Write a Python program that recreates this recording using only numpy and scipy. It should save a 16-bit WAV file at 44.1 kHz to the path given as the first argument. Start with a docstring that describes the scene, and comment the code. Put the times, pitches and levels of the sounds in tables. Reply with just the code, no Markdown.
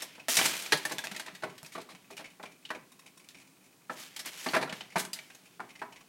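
"""Plastic slats slap, click, tick and swish close by in a small quiet room.
They are vertical blinds: swept aside by hand, they swing and clatter, then are let go and fall back.
Slaps and clicks are noise bursts with clean rings, ticks ring the hangers, and thuds are low sine tones.
The swish is rough, crackling noise; a loose hook clinks and still air adds a faint background."""
import sys
import numpy as np
from scipy import signal
from scipy.fft import rfft, irfft
from scipy.io import wavfile
from scipy.ndimage import uniform_filter1d

SR = 44100
rng = np.random.default_rng(int(sys.argv[2]) if len(sys.argv) > 2 else 0)


def bounce(signal):
    """Save signal as a 16-bit WAV file at the path given by the first command-line argument."""
    frames = np.transpose(np.atleast_2d(signal))
    limited = np.clip(frames, -1, 1)
    pcm = np.round(limited * 32767).astype(np.int16)
    wavfile.write(sys.argv[1], SR, pcm)


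N = 268128  # length of the scene in samples
SIZE = 8192  # length of one short sound in samples
T, HZ = np.arange(SIZE) / SR, np.fft.rfftfreq(SIZE, 1 / SR)
ONSET = SR // 25  # the first 40 ms, in samples, over which short sounds are levelled
RING_WIDTH_HZ = 130

# resonances of a hanger: (frequency [Hz], width [Hz], lift [dB])
HANGER_MODES = [(1060, 125, 6), (2220, 70, 3), (2540, 62, 8.7), (3020, 60, 8.3), (3670, 70, 5.3),
                (4380, 110, 3.7), (5580, 90, 7.1), (6850, 160, 4.1), (9900, 190, 3)]


def amp(db):
    """Turns decibels into a gain."""
    return 10 ** (np.asarray(db) / 20)


def unit(x):
    """Scales a signal to an rms (average strength) of 1."""
    return x / np.sqrt(np.mean(x ** 2) + 1e-20)


def read(points, hz):
    """Joins (frequency [Hz], value) points on a log-frequency axis."""
    f, value = np.transpose(points)
    return np.interp(np.log(hz + 1), np.log(f + 1), value)


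def add(mix, s, sound):
    """Mixes a sound in at time s, in seconds."""
    part = mix[max(round(s * SR), 0):][:len(sound)]
    part += sound[:len(part)]


def tint(x, colour):
    """Filters a long signal with a frequency curve."""
    gain = amp(read(colour, np.fft.rfftfreq(len(x), 1 / SR)))
    return irfft(rfft(x) * gain, len(x))


def ring(x, gain_db):
    """Filters causally: resonances ring after the blow, never before."""
    log_gain = np.log(amp(np.r_[gain_db, gain_db[-2:0:-1]]))
    # the Hilbert transform finds the phase that puts the response after time zero
    response = np.fft.ifft(np.exp(np.conj(signal.hilbert(log_gain)))).real
    return signal.fftconvolve(x, response[:SIZE // 2])[:SIZE]


def lifts(modes):
    """Draws resonance peaks as a curve in dB over frequency."""
    peaks = 0
    for hz, width, db in modes:
        height = (amp(db) ** 2 - 1).clip(0)
        peaks = peaks + height / (1 + (2 * (HZ - hz) / width) ** 2)
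    return 10 * np.log10(1 + peaks)


def dying(age, decay):
    """Stands in for countless overlapping modes: noise whose bands each die at their own speed."""
    hz, noise = np.fft.rfftfreq(len(age), 1 / SR), rfft(rng.standard_normal(len(age)))
    centres, t60s = np.transpose(decay)
    total = np.zeros(len(age))
    for row, t60 in zip(np.eye(len(decay)), t60s):
        share = read(np.c_[centres, row], hz)
        # t60 is the time to fall by 60 dB
        total += irfft(noise * share, len(age)) * amp(-60 * age / t60)
    return total


def contact(contact_s, snap, rise_s, rebounds=0.97):
    """Makes a first snap and quick random rebounds; the slats chatter for the contact time and ring out."""
    # decay of a slat: (frequency [Hz], time to fall by 60 dB [s])
    slat_decay = [(200, 0.14), (700, 0.11), (1800, 0.052), (4000, 0.072), (12000, 0.046)]
    flutter = dying(np.maximum(T - contact_s, 0), slat_decay) * (1 - np.exp(-T / rise_s))
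    # on average 450 rebounds per second, fading quickly
    sparse = rng.standard_normal(SIZE) * (rng.random(SIZE) < 450 / SR)
    flutter += rebounds * snap * sparse * np.exp(-T / (2 * contact_s + 0.00084))
    flutter[0] += snap
    return flutter


def voiced(blow, colour_db, bands, levels_db):
    """Colours a blow, then trims it by the strength of its first 40 ms in each frequency band."""
    onset = ring(blow, colour_db)[:ONSET]
    power = 2 * abs(rfft(onset, SIZE)) ** 2 / (SIZE * ONSET)
    trim = []
    for (lo, hi), db in zip(bands, levels_db):
        band_db = 10 * np.log10(power[(HZ >= lo) & (HZ < hi)].sum())
        trim.append((np.sqrt(lo * hi), db - band_db))
    return ring(blow, colour_db + read(trim, HZ))


def sing(hz):
    """Sounds one clean, short-lived mode as a fading sine; rms 1 over its first 40 ms."""
    rise_s, t60_s = 0.0011, 0.044
    tone = (1 - np.exp(-T / rise_s)) * amp(-60 * T / t60_s) * np.sin(2 * np.pi * hz * T)
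    return tone / np.sqrt(np.mean(tone[:ONSET] ** 2))


def random_catches(per_s, spread_db):
    """Scatters single pushes of random size and sign at random moments."""
    sizes = amp(spread_db * np.minimum(rng.exponential(1, N), 3))
    return sizes * rng.choice([-1, 1], N) * (rng.random(N) < per_s / SR)


def still_air():
    """Still room air is a steady, faint coloured noise."""
    # spectrum of the air: (frequency [Hz], relative level per Hz [dB])
    air_colour = [(15, -69), (25, -29), (59, -23), (92, -22), (114, -8.5), (190, -1), (229, -10.5),
                  (256, -3), (503, -13), (796, -14.5), (1330, -18), (2220, -20.5), (8590, -20.5),
                  (14800, -25.5), (16000, -22.5)]
    return amp(-62.5) * unit(tint(rng.standard_normal(N), air_colour))


def room(x, build_s=0.00087):
    """A small furnished room answers with a diffuse tail that builds up and dies away."""
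    # decay of the room: (frequency [Hz], time to fall by 60 dB [s])
    room_decay = [(200, 0.62), (530, 0.3), (1400, 0.38), (3700, 0.28), (9700, 0.19)]
    # colour of the tail: (frequency [Hz], gain [dB])
    tail_colour = [(130, -1), (200, 2.5), (400, 5.5), (700, 2), (1200, -0.5), (1800, 0.5),
                   (2500, 0.5), (5000, 0.5), (14000, 8.0)]
    age = np.arange(SR * 3 // 4) / SR
    tail = dying(age, room_decay) * (1 - np.exp(-(age / build_s) ** 2))
    tail = tint(tail / np.linalg.norm(tail), tail_colour)
    return signal.fftconvolve(x, tail)[:N]


def stirring(per_s, spread_db):
    """The hangers never hang quite still: faint touches ring them at random moments."""
    # colour of the faintest hanger touches: (frequency [Hz], relative level per Hz [dB])
    stir_colour = [(150, -44), (1000, -8.5), (1500, -10), (2400, -3.5), (4000, -21), (12000, -19)]
    touches = random_catches(per_s, spread_db)
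    touch = contact(contact_s=0.0055, snap=0.82, rise_s=0.0026)
    hanger = ring(touch, read(stir_colour, HZ) + lifts(HANGER_MODES))
    return unit(signal.fftconvolve(touches, hanger)[:N])


def clinks(scuff_db, touch_s, rise_s):
    """A loose hook rocks against its carrier: a short noisy scuff and a few brief modes."""
    # clinks of the hook: (time [s], relative level [dB])
    clink_events = [(2.9165, -59), (2.9905, -56.5), (3.06, -61), (3.1715, -57.5)]
    # modes of the hook: (frequency [Hz], average relative level [dB], time to fall by 60 dB [s])
    hook_modes = [(1055, 0, 0.06), (2550, -5, 0.05), (3750, -4.5, 0.055), (5500, -8, 0.05),
                  (5620, -7.5, 0.055), (9380, -7.5, 0.04)]
    # colour of the scuff: (frequency [Hz], relative level per Hz [dB])
    hook_colour = [(200, -25), (1000, -1), (2500, -1), (6000, 0), (10000, -1.5), (16000, -14)]
    mode_spread_db = 2.5  # each touch favours other modes
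    out = np.zeros(N)
    swell = 1 - np.exp(-(T / rise_s) ** 2)
    for s, db in clink_events:
        tone = np.zeros(SIZE)
        for hz, mode_db, t60 in hook_modes:
            level_db = mode_db + mode_spread_db * rng.standard_normal()
            tone += amp(level_db - 60 * T / t60) * np.sin(2 * np.pi * (hz * T + rng.random()))
        tone *= swell
        burst = rng.standard_normal(SIZE) * swell * np.exp(-(T / touch_s) ** 2)
        scuff = ring(burst, read(hook_colour, HZ))
        tone /= np.std(tone[:ONSET])
        scuff /= np.std(scuff[:ONSET])
        add(out, s, amp(db) * (tone + amp(scuff_db) * scuff))
    return out


def ticks(lift_db, ring_db, snap):
    """Swaying slats touch softly and ring their hangers, one mode more cleanly than the rest."""
    # light ticks: (time [s], relative level [dB], strongest ring [Hz])
    tick_events = [(0.1522, -39.5, 2500), (0.197, -36.5, 2560), (1.4966, -41, 966), (1.95, -39, 1025),
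                   (2.1102, -47, 2470), (2.1263, -42, 2450), (2.2436, -34, 2260), (2.2564, -35.5, 2400),
                   (2.303, -47, 2450), (2.4558, -34, 2380), (2.517, -47, 2350), (2.7487, -33.5, 2500),
                   (3.061, -43, 2350), (3.073, -43, 2200), (3.197, -45.5, 2300), (3.242, -51, 2350),
                   (3.305, -50, 1750), (3.3465, -39.5, 2410), (3.371, -50, 2500), (3.386, -49, 2300),
                   (3.399, -45, 2410), (3.4128, -46, 2450), (3.472, -54, 2400), (3.6395, -56, 2240),
                   (3.658, -54, 2400), (4.902, -44, 2100), (4.9213, -40, 2200), (5.301, -40, 1580),
                   (5.349, -55, 2680), (5.456, -47, 2530), (5.691, -44, 2350), (5.7029, -41.5, 2160),
                   (5.7537, -38.5, 2100), (5.7925, -40, 2050), (5.9234, -39.5, 920), (5.96, -37, 2080),
                   (6.0073, -44.5, 1100)]
    # colour of a tick: (frequency [Hz], relative level per Hz [dB])
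    tick_colour = [(200, -13.5), (700, -4), (1200, -7), (2400, 4), (3400, -1.5), (6000, 2), (10000, 0),
                   (16000, -24)]
    bands = [(900, 5000), (5000, 14000)]  # Hz
    out, hanger_db = np.zeros(N), read(tick_colour, HZ)
    for s, db, ring_hz in tick_events:
        strongest = (ring_hz, 2 * RING_WIDTH_HZ, lift_db)
        colour_db = hanger_db + lifts(HANGER_MODES + [strongest])
        touch = contact(contact_s=0.0022, snap=snap, rise_s=0.0029)
        treble_db = -43 + 0.2 * db  # the treble of a tick hardly grows with its level
        add(out, s, voiced(touch, colour_db, bands, [db, treble_db]))
        add(out, s, amp(db + ring_db) * sing(ring_hz))
    return out


def thuds():
    """A whole slat bows and springs back in one low mode, a fading sine."""
    # thuds: (time [s], level before rise and decay [dB], pitch [Hz], time to fall by 60 dB [s])
    thud_events = [(.285, -35, 245, .08), (.385, -33, 205, .09), (.685, -49, 170, .1),
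                   (0.737, -32, 153, 0.13), (.724, -19, 441, 0.069), (.739, -26, 600, 0.067),
                   (0.748, -35, 237, 0.049), (.975, -46, 170, .09), (1.116, -37, 196, 0.11),
                   (1.175, -48, 190, .12), (1.328, -47, 185, .13), (1.5, -47, 180, .1),
                   (1.63, -39.5, 159, 0.066), (1.765, -48, 195, .12), (1.942, -47, 185, 0.11),
                   (2.114, -46, 397, 0.17), (3.365, -53, 270, .15), (4.465, -34, 260, 0.18),
                   (4.545, -36, 267, 0.5), (4.566, -26, 510, 0.088), (4.55, -27, 640, .22),
                   (4.727, -28, 200, 0.055), (4.81, -50, 200, .1), (4.96, -29, 175, .09),
                   (5.603, -45, 363, 0.15)]
    out, rise_s = np.zeros(N), 0.0051
    for s, db, hz, t60 in thud_events:
        shape = amp(db - 60 * T / t60) * (1 - np.exp(-T / rise_s))
        add(out, s, shape * np.sin(2 * np.pi * hz * T))
    return out


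def slide(lurch_db, grain_db, catch_size, catches_per_s, spread_db):
    """Plastic rubs on plastic: a fine swish, crackling where the edges stick and slip."""
    # strokes: (start [s], swell [s], coasting time [s], relative level [dB], extra hiss [dB])
    strokes = [(0, 0.0021, 0.12, -41, -6.5), (0.285, 0.014, 0.16, -32, 7.5), (0.312, 0.12, 0.22, -29.5, 0),
               (3.905, .03, .03, -52, 1), (3.955, 0.055, 0.15, -44.5, -0.5),
               (4.246, 0.033, 0.04, -38.5, -4.5), (4.26, 0.26, 0.1, -43.5, 0),
               (4.722, 0.043, 0.15, -46.5, -6), (5.13, 0.018, 0.41, -53.5, -1)]
    # colour of the rubbing: (frequency [Hz], relative level per Hz [dB])
    slide_colour = [(40, -37), (90, -31), (150, -16), (230, -1), (330, 2.5), (600, 0.5), (1200, 2.5),
                    (2000, 6.5), (3000, 6), (4500, 3.5), (8500, -10), (12000, -12), (16000, -20)]
    swell_power, coast_power = 0.36, 1.97  # speed builds up and coasts away
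    hiss_power_law = 1.35  # hiss follows the speed more steeply than the swish
    t = np.arange(N) / SR
    grain = amp(grain_db * unit(uniform_filter1d(rng.standard_normal(N), size=160)))
    # the slats drag unevenly
    grain *= amp(lurch_db * unit(uniform_filter1d(rng.standard_normal(N), size=1100)))
    catches = catch_size * random_catches(catches_per_s, spread_db)
    rub = tint(rng.standard_normal(N) * grain + catches, slide_colour)
    # split at 6 kHz into swish below and hiss above
    body = signal.sosfiltfilt(signal.butter(4, 6000, fs=SR, output="sos"), rub)
    body_power, hiss_power = np.zeros(N), np.zeros(N)
    for s, swell_s, coast_s, db, hiss_db in strokes:
        swell = np.clip((t - s) / swell_s, 0, 1) ** swell_power
        coasting = (1 + np.maximum(t - s - swell_s, 0) / coast_s) ** coast_power
        speed = swell / coasting
        body_power += (amp(db) * speed) ** 2
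        hiss_power += (amp(db + hiss_db) * speed ** hiss_power_law) ** 2
    return unit(body) * np.sqrt(body_power) + unit(rub - body) * np.sqrt(hiss_power)


def rail(x):
    """The slat faces and the head rail add their resonances to the rubbing."""
    # thin rings of the head rail: (frequency [Hz], width [Hz], lift [dB])
    rail_modes = [(2340, 24, 1.5), (3100, 9.5, 6.5), (5275, 13, 7), (5825, 12, 5), (8560, 26, 9)]
    # broad resonances of the rasping faces: (frequency [Hz], width [Hz], lift [dB])
    rasp_modes = [(2300, 350, 2), (3050, 450, 2.3)]
    response = ring(np.ones(1), lifts(rail_modes + rasp_modes))
    return signal.fftconvolve(x, response)[:N]


def collisions(table, bands, balance, colour, snap, rise_s, lift_db):
    """Each blow gives a clack of all the slat modes, and clean rings that depend on where it lands."""
    # bending modes of a slat: (frequency [Hz], width [Hz], lift [dB])
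    slat_modes = [(263.3, 16, 3), (380, 20, 3.5), (505, 20, 5), (632, 40, 9), (905, 50, 3), (1030, 90, 2.5),
                  (1400, 200, 2.5), (1770, 350, 3), (2100, 120, 2)]
    clacks, rings, slat_db = np.zeros(N), np.zeros(N), read(colour, HZ).clip(-70)
    side = np.arange(len(bands)) - 2  # below (negative) or above (positive) the main band
    for s, db, body_db, edge_db, contact_s, ring_db, *rings_hz in table:
        levels_db = db + np.array(balance) + body_db * (side < 0) + edge_db * (side > 0)
        # the shorter the contact, the harder the first snap
        hardness = (0.002 / (contact_s + 1e-4)) ** 0.63
        # resonances around the clean rings, wider at higher pitch
        near = [(hz, RING_WIDTH_HZ * np.sqrt(hz / 1700), lift_db) for hz in rings_hz]
        blow = contact(contact_s, snap * hardness, rise_s)
        add(clacks, s, voiced(blow, slat_db + lifts(slat_modes + near), bands, levels_db))
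        for k, hz in enumerate(rings_hz):
            add(rings, s, amp(db + ring_db - 2.5 * k) * sing(hz))  # a second ring is 2.5 dB weaker
    return np.array([clacks, rings])


def clicks():
    """Slat edges click together: bright blows, each with one clean ring."""
    # clicks: (time [s], relative level [dB], extra body [dB], extra edge [dB], contact time [s],
    # ring strength against the level [dB], ring [Hz])
    click_events = [(.0204, -37.5, 2.5, 6, .005, -12, 5450), (.2843, -34.5, -6, 4, 0.00026, -9, 3240),
                    (.304, -28, -13, -10, .0037, -5, 5825), (.343, -34, -12, 7, .002, -9, 5270),
                    (.354, -32, -12, 7, .004, -9, 4810), (.3685, -21, -3.5, 5.5, 0.0048, -8, 5730),
                    (.388, -25.5, 7, -2, 0.0075, 1.5, 2300), (.4135, -29.5, 7.5, -16, 0.0016, -4, 3070),
                    (.447, -34, -1, 7, .005, -5, 2500), (.4547, -23.5, 0.5, 3, .0075, -11, 1500),
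                    (.483, -38, -10, 5, .003, -9, 5270), (.537, -35.5, -3, -9, .003, -8, 2450),
                    (.567, -41.5, -9, 8, .002, -14, 2360), (.597, -44, -6, 8, .002, -10, 2580),
                    (.623, -42, -4, 8, 0.0017, -11, 2120), (.66, -41, 1, 2, 0.0051, -4, 2400),
                    (.773, -40, -12, 6.5, 0.0033, -8, 4900), (.798, -46, 2, -10, .003, -4, 2380),
                    (.826, -48, 4, 0, .004, -4, 1950), (.895, -43, 6, 1, .006, -2, 1800),
                    (.8522, -34.5, 7.5, 5.5, .0025, 8, 1780), (.919, -40.5, 2, 8.5, 0.0032, 2, 1740),
                    (.984, -33, -2.5, -2, 0.00031, -13, 3500), (.989, -43, 6, 2, .002, 7.5, 1650),
                    (1.039, -37.5, 6, 2, 0.014, 1.5, 1630), (1.071, -37, 1.5, -8, 0.001, -8, 2570),
                    (1.113, -41.5, 8, 0.5, 0.0072, -17, 1530), (1.147, -44, 5, -5, .007, -3, 2050),
                    (1.1636, -37.5, 2, 0, .0021, -5, 1960), (1.197, -37.5, 2.5, 1, 0.0017, -0.5, 1587),
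                    (1.222, -53, 6, -6, .003, -1, 1700), (1.262, -44, 4, -2, 0.004, -7, 2400),
                    (1.282, -44.5, 9.5, -18, 0.0021, -9, 2090), (1.3506, -45.5, 2.5, -2, 0.0026, -13, 1710),
                    (1.58, -47, -2, -1.5, 0.002, -3, 3210), (1.631, -57.5, 14, 15, 0.00006, -10, 5400),
                    (1.647, -50, 0, -2, .003, -6, 2500), (1.661, -48, -1, 4.5, 0.003, -16, 5700),
                    (1.72, -47, -2, 2, 0.025, -7, 2230), (1.803, -49, -3, -10, .002, -4, 2400),
                    (1.815, -48.5, -1, 0, 0.002, -9, 1650), (2.108, -54, -6, 5, .003, -8, 2500),
                    (2.168, -46, -2, 1, .003, -8, 2900), (2.177, -43.5, -1, -2, 0.004, -1, 2386),
                    (2.428, -48.5, 2, -2, .004, -3, 2430), (2.651, -42, -12, -13, 0.0066, -1, 2960),
                    (2.691, -52, -2, -10, .003, 1, 2940), (3.2886, -47, -16, -0.5, .0003, -26, 3700),
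                    (4.163, -38.5, -3.5, 2, 0.0065, -8, 3130), (4.192, -37, -1, 2.5, 0.011, -18, 5400),
                    (4.2586, -45.5, 6.5, 13, 0.0029, -6, 2480), (4.487, -35, -2, -9, 0.0017, -2, 4460),
                    (4.695, -39.5, 7, -10, 0.0034, -10, 3020), (4.808, -39.5, 1, -13, 0.0018, -6, 3024),
                    (4.981, -39, -4, 8, .005, -12, 1800), (4.993, -33, -4, 7, 0.011, -12, 1530),
                    (5.051, -44.5, 0, 7.5, 0.00045, -2, 1560), (5.132, -35, -12.5, 5.5, 0.0023, -4.5, 4900),
                    (5.158, -49, 4, -11, .018, -3, 2050), (5.189, -40.5, -2.5, -14, 0.0031, -10, 2300),
                    (5.348, -56, 3.5, 9, 0.0041, -8, 6420)]
    # frequency bands: (low end [Hz], high end [Hz])
    click_bands = [(120, 500), (500, 2200), (2200, 6000), (6000, 16000)]
    # usual balance, one value for each band: (relative level [dB])
    click_balance = [-17.5, -1.5, 0, -5]
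    # broad colour: (frequency [Hz], relative level per Hz [dB])
    click_colour = [(35, -44), (80, -24), (160, -10), (450, -16), (900, -8.5), (1250, -10), (1750, -3.5),
                    (2400, 1), (3900, 3.5), (8300, 1), (13000, -6), (16000, -15.5)]
    return collisions(click_events, click_bands, click_balance, click_colour,
                      snap=5.8, rise_s=0.00023, lift_db=8)


def slaps():
    """Slats slap face to face: fuller blows, each with one or two clean rings."""
    # slaps: (time [s], relative level [dB], extra body [dB], extra edge [dB], contact time [s],
    # ring strength against the level [dB], strongest ring [Hz], second ring if any [Hz])
    slap_events = [(.18, -55.5, 6, -8, 0.0014, -9, 1700, 810),
                   (.284, -34.5, -8.5, -0.5, .003, 0.5, 663, 1813),
                   (.7218, -25.5, -7, 10, 0.0036, -0.5, 1870, 1650),
                   (.7305, -32.5, -8.5, 12, 0.0043, -0.5, 1315, 2000),
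                   (.91, -39, 1.5, 6, 0.016, -9, 1064, 620), (1.274, -49, -10, -6, .002, -1, 1000),
                   (1.423, -49, 3, 5, .0034, -3, 1510, 900),
                   (1.4345, -34.5, -1.5, -2.5, .0055, -0.5, 1487, 645),
                   (1.751, -41, 1, 1, 0.012, -2.5, 650, 1180),
                   (1.779, -48.5, 7, 5.5, .0078, 3.5, 656, 1130),
                   (1.889, -53, 1.5, 11.5, 0.033, -1, 1106, 1210),
                   (2.103, -55, 7, 6, 0.0097, 1.5, 860, 1210), (2.191, -47.5, 2, 5, 0.022, -3, 843, 617),
                   (2.397, -48, -0.5, -11, .0059, -6, 845, 1110),
                   (2.436, -47, 1.5, 1, 0.0016, 1, 1034, 644),
                   (2.7035, -31.5, -8.5, -5, 0.0045, -11, 1894, 1160),
                   (2.749, -51, 6.5, -1, .008, -1, 626, 910),
                   (3.896, -36, -2.5, -9, 0.011, -3.5, 1320, 1750),
                   (4.461, -32, -2, -0.5, 0.0072, -10.5, 640, 1134),
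                   (4.534, -32, 1, 1.5, 0.003, -13, 1410, 850),
                   (4.541, -25.5, -5, -4.5, 0.0071, -6, 1020, 1390),
                   (4.55, -30, -3, 1, 0.0024, -4, 1640, 2310),
                   (4.564, -27.5, -3, -1, 0.0059, -1.5, 657, 1670),
                   (4.612, -41.5, 1, 7, .008, -3, 1840, 1020),
                   (4.626, -33.5, 0.5, 1, 0.0066, -6.5, 506, 2370), (4.675, -44, -4, -6, .003, -3, 1380),
                   (4.725, -42.5, -1.5, 8, 0.0039, -2, 1776, 2220),
                   (4.957, -25.5, -5, -1, 0.017, -7, 717, 920),
                   (5.596, -42, -3, -19, 0.002, -8.5, 1630, 1410),
                   (5.6015, -39.5, -4.5, -7.5, 0.0026, -0.5, 1025, 1400),
                   (5.816, -33, -8, -13.5, 0.009, -10, 1610, 870)]
    # frequency bands: (low end [Hz], high end [Hz])
    slap_bands = [(100, 330), (330, 900), (900, 2200), (2200, 6000), (6000, 16000)]
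    # usual balance, one value for each band: (relative level [dB])
    slap_balance = [-8.5, -2, -1.5, -6, -14]
    # broad colour: (frequency [Hz], relative level per Hz [dB])
    slap_colour = [(35, -26.5), (85, -25), (135, -5), (185, 0), (250, -0.5), (600, -2.5), (800, 0.5),
                   (1050, 1), (1700, -3.5), (2300, -4), (3000, -11), (4000, -12), (7000, -28.5),
                   (10000, -32.5), (16000, -49.5)]
    return collisions(slap_events, slap_bands, slap_balance, slap_colour,
                      snap=3.1, rise_s=0.00057, lift_db=3.0)


def scene():
    """Mixes all layers; the clacks and the light touches also feed the room."""
    light = amp(-73) * stirring(per_s=28, spread_db=3.3)
    light += amp(-5.5) * clinks(scuff_db=0.5, touch_s=0.011, rise_s=0.004)
    light += amp(-17.0) * ticks(lift_db=9.5, ring_db=-8.5, snap=3.6)
    swish = amp(-5.3) * slide(lurch_db=0.8, grain_db=1.8, catch_size=2.3,
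                              catches_per_s=520, spread_db=3.5)
    click_clacks, click_rings = amp(-9.0) * clicks()
    slap_clacks, slap_rings = amp(-5.5) * slaps()
    echo = room(amp(-9.0) * slap_clacks + amp(-8.5) * click_clacks + amp(-9) * light)
    background = still_air() + echo + light
    blows = click_clacks + click_rings + slap_clacks + slap_rings
    return (background + thuds() + rail(swish) + blows)[None]


def record(dry):
    """Removes the sound above about 16.2 kHz, the recorder's band limit."""
    low_pass = signal.firwin(511, 16200, window=("kaiser", 9), fs=SR)
    return signal.oaconvolve(dry, low_pass[None], "same")


dry = scene()
out = record(dry)
bounce(out)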